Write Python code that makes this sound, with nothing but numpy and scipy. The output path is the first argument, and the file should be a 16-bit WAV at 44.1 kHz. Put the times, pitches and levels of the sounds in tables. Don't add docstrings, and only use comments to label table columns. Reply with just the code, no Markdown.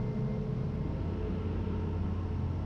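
import sys
import numpy as np
from scipy import signal
from scipy.fft import next_fast_len
from scipy.io import wavfile

SR = 44100
rng = np.random.default_rng(int(sys.argv[2]) if len(sys.argv) > 2 else 0)


def boost_factor(decibels):
    exponent = np.asarray(decibels, float) / 20
    return 10 ** exponent


def transcribe(u):
    v = np.clip(np.atleast_2d(u).T, -1, 1)
    q = np.round(v * 32767).astype(np.int16)
    wavfile.write(sys.argv[1], SR, q)


N = 116865

# start_s, pose
HEAD_POSE = [(0, 0.0), (.4, .08), (.6, .4), (.76, .75), (.92, 1.05), (1.08, 1.7), (1.3, 1.95), (1.7, 2.05),
             (1.9, 2.4), (2.25, 2.85), (2.65, 3.0)]

# multiple, bent_db, rising_db, door_db, window_db
ENGINE_ORDERS = [(.5, -54, -54, -58, -55), (1, -45.5, -46, -44, -45.5), (2, -58, -46, -52, -51),
                 (2.5, -49, -50, -60, -56), (3, -45, -43, -49, -50), (5, -64, -54, -55, -55),
                 (6, -69, -55, -58, -58)]
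FIRING_HZ = 52.82

# multiple, bent_db, rising_db, door_db, window_db
PUMP_FUNDAMENTAL = [(1, -41.5, -52, -45, -48)]
# start_s, second_db, third_db, fourth_db, fifth_db
PUMP_HARMONICS = [(0, -46, -59, -69, -69), (.3, -45, -61, -69, -72), (.5, -46.5, -72, -76, -72),
                  (.75, -47.5, -70, -72, -74), (.95, -54, -68, -70, -76), (1.1, -53, -61, -70, -64),
                  (1.3, -48, -60, -70, -70), (1.42, -50, -74, -70, -67), (1.7, -49, -74, -67, -76),
                  (1.9, -52, -72, -63, -70), (2.15, -54, -72, -72, -64), (2.3, -56, -72, -65, -68),
                  (2.45, -56, -69, -60, -67), (2.65, -56, -66, -59, -68)]
PUMP_HZ = 216.08

# start_s, level_db
FAN_LEVEL = [(0, -62), (.45, -58), (.62, -44), (.78, -38.5), (1.1, -37), (1.28, -39.5), (1.5, -36.5),
             (2.2, -36), (2.65, -37.5)]

# pitch_hz, bent_db, rising_db, door_db, window_db
MESH_TONES = [(1017.3, -76, -76, -73, -69), (1319.8, -78, -77, -68, -80)]
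# start_s, level_db
GEAR_LEVEL = [(0, -59), (.35, -63), (.6, -79.5), (.75, -82.5), (.84, -57), (1.05, -62), (1.3, -76),
              (1.48, -62), (1.7, -58.5), (1.95, -61), (2.2, -63), (2.65, -70)]

# start_s, level_db
WHISTLE_LEVEL = [(0, -65), (.22, -66.5), (.26, -72), (.28, -63.5), (.335, -60), (.362, -62), (.385, -76),
                 (.7, -77.5), (.85, -65), (1.0, -84), (1.3, -71), (1.8, -79), (2.65, -76.5)]

# pitch_hz, bent_db, rising_db, door_db, window_db
AIR_MODES = [(55, -48, -48, -46.5, -45.5), (105, -51, -46, -52, -52), (130, -35.5, -40, -57, -54),
             (188, -43.5, -53, -47, -52)]
AIR_MODE_WIDTHS = [40, 18, 30, 18]

# pitch_hz, bent_db, rising_db, door_db, window_db
PANELS = [(289.3, -83.5, -47.5, -64.5, -59.5), (397.4, -51.5, -55.5, -51, -59.5),
          (494, -52.5, -61.5, -56.5, -76.5), (631.3, -60, -61, -73, -73.5),
          (921.6, -77.5, -64.5, -59, -60.5), (1068.6, -67.5, -63.5, -65, -64.5),
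          (1329.5, -70.5, -76, -61, -66), (2815, -78, -71.5, -64, -69), (5480, -79, -79, -80, -77.5),
          (435.2, -69, -60, -50, -59.5), (747.4, -74, -77, -73, -60.5)]
PANEL_WIDTHS = [80, 110, 80, 60, 110, 70, 100, 1000, 800, 30, 40]

# start_s, length_s, pitch_hz, level_db
CAB_SWELLS = [(2.11, .16, 1055, -58), (2.58, .12, 650, -55), (1.0, .1, 670, -57), (.66, .08, 630, -58),
              (.86, .14, 290, -48), (1.22, .2, 185, -45), (1.63, .16, 186, -41), (1.92, .24, 190, -42),
              (2.26, .36, 132, -42), (.03, .14, 515, -52), (.28, .14, 520, -53), (.9, .12, 530, -52),
              (.2, .12, 655, -57)]

# bent_db, rising_db, door_db, window_db
ROAR_COLOUR = [(27.8, 1, -10, -7.5, 2.5), (70, -3.5, -7.5, 4, -12.5), (188, 7, 6, 1, 0.5),
               (314, -15, -2.5, -0.5, -5), (571, -13, -12, -13, -14.5), (1765, -27, -26, -23.5, -27),
               (3570, -35.5, -35, -36, -37.5), (6100, -39, -40.5, -39.5, -39)]

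# low_hz, high_hz, level_db
HISS_TOP = (11700, 12500, -101)
# low_hz, high_hz, level_db
HISS_EDGE = (12500, 14400, -105.5)


def rms_one(x):
    return x / np.sqrt(np.mean(x ** 2) + 1e-20)


def in_time(rows):
    s, value = np.transpose(rows)
    return np.interp(np.arange(N) / SR, s, value)


def by_pose(levels_db):
    return boost_factor(np.interp(in_time(HEAD_POSE), np.arange(4), levels_db))


def drift(rate_hz):
    pole = np.exp(-80 * np.pi * rate_hz / SR)
    chance = rng.standard_normal(N // 40 + 2002)
    slow = signal.lfilter([1], [1, -2 * pole, pole * pole], chance)[2000:]
    slow = rms_one(slow - slow.mean())
    return np.interp(np.arange(N) / 40, np.arange(len(slow)), slow)


def noise_band(low_hz, high_hz, order):
    sos = signal.butter(order, [low_hz, high_hz], "band", fs=SR, output="sos")
    return signal.sosfilt(sos, rng.standard_normal(N + SR // 2))[SR // 2:]


def tone(hz, gain):
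    phase = 2 * np.pi * (hz * np.arange(N) / SR + rng.random())
    phase = phase + 0.35 * drift(1.4)
    waver = boost_factor(1.0 * drift(4.7))
    return np.sqrt(2) * gain * waver * np.sin(phase)


def ringing(hz, width_hz, evenness=0):
    sos = signal.butter(1, [hz - width_hz / 2, hz + width_hz / 2], "band", fs=SR, output="sos")
    ring = signal.sosfilt(np.vstack([sos, sos]), rng.standard_normal(N + SR // 2))
    if evenness:
        envelope = np.abs(signal.hilbert(ring, next_fast_len(len(ring)))[:len(ring)])
        ring = ring / (envelope + 0.1 * np.std(ring)) ** evenness
    wide = signal.butter(1, [hz - 0.8 * width_hz, hz + 0.8 * width_hz], "band", fs=SR, output="sos")
    return rms_one(signal.sosfilt(wide, ring)[SR // 2:])


def knock(hz):
    beat = np.cos(2 * np.pi * FIRING_HZ * np.arange(N) / SR)
    return 1 + 0.08 * beat * (hz > 1400)


def engine():
    return sum(tone(FIRING_HZ * multiple, by_pose(db)) for multiple, *db in ENGINE_ORDERS)


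def pump():
    out = sum(tone(PUMP_HZ * multiple, by_pose(db)) for multiple, *db in PUMP_FUNDAMENTAL)
    start_s, *harmonics = np.transpose(PUMP_HARMONICS)
    for multiple, level_db in enumerate(harmonics, start=2):
        gain = boost_factor(in_time(np.column_stack([start_s, level_db])))
        out = out + tone(PUMP_HZ * multiple, gain)
    return out


def fan():
    return tone(87.64, boost_factor(in_time(FAN_LEVEL)))


def gears():
    mesh = sum(tone(hz, by_pose(db)) for hz, *db in MESH_TONES)
    return mesh + tone(920.1, boost_factor(in_time(GEAR_LEVEL)))


def whistle():
    hz = 2095 + 4 * drift(4.4)
    return np.sqrt(2) * boost_factor(in_time(WHISTLE_LEVEL)) * np.sin(2 * np.pi * np.cumsum(hz) / SR)


def air_modes():
    out = 0
    for (hz, *db), width_hz in zip(AIR_MODES, AIR_MODE_WIDTHS):
        out = out + by_pose(db) * ringing(hz, width_hz, evenness=0.7)
    return out


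def panels():
    out = 0
    for (hz, *db), width_hz in zip(PANELS, PANEL_WIDTHS):
        out = out + by_pose(db) * knock(hz) * ringing(hz, width_hz)
    return out


def swells():
    rise, wander = 0.02, 0.01
    out = 0
    for start_s, length_s, hz, db in CAB_SWELLS:
        progress = np.clip((np.arange(N) / SR - start_s) / length_s, 0, 1)
        pitch = hz * (1 + rise * (progress - 0.5) + wander * drift(11))
        hump = boost_factor(db) * np.sin(np.pi * progress)
        out = out + np.sqrt(2) * hump * np.sin(2 * np.pi * np.cumsum(pitch) / SR)
    return out


def roar():
    edges = 22 * 2 ** (np.arange(29) / 3)
    table_hz, *poses = np.transpose(ROAR_COLOUR)
    out = 0
    for low, high in zip(edges, edges[1:]):
        hz = np.sqrt(low * high)
        db = [np.interp(np.log(hz), np.log(table_hz), pose) for pose in poses]
        patchy = boost_factor(0.5 * drift(2.0))
        out = out + by_pose(db) * patchy * knock(hz) * noise_band(low, high, order=2)
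    return boost_factor(-47) * np.sqrt(SR / 200) * out


def preamp_hiss():
    hiss = boost_factor(-87) * rms_one(noise_band(6600, 10800, order=3))
    low_hz, high_hz, top_db = HISS_TOP
    hiss = hiss + boost_factor(top_db) * rms_one(noise_band(low_hz, high_hz, order=2))
    low_hz, high_hz, edge_db = HISS_EDGE
    flicker = boost_factor(edge_db + 1.5 * drift(9))
    return hiss + flicker * rms_one(noise_band(low_hz, high_hz, order=2))


def scene():
    machinery = engine() + pump() + fan() + gears() + whistle()
    rush = roar()
    cab = air_modes() + panels() + swells()
    return (machinery + rush + cab)[None, :]


def top_cut(x):
    return signal.sosfilt(signal.butter(12, 14300, fs=SR, output="sos"), x)


def record(dry):
    sos = signal.butter(6, 5710, fs=SR, output="sos")
    settled = signal.sosfilt_zi(sos) * dry[0, 0]
    dulled = signal.sosfilt(sos, dry[0], zi=settled)[0][None, :]
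    s = np.arange(N) / SR
    fade = np.sin(np.pi / 2 * np.clip(np.minimum(s, s[-1] - s) / 0.0004, 0, 1)) ** 2
    return top_cut(fade * (dulled + preamp_hiss()))


dry = scene()
out = record(dry)
transcribe(out)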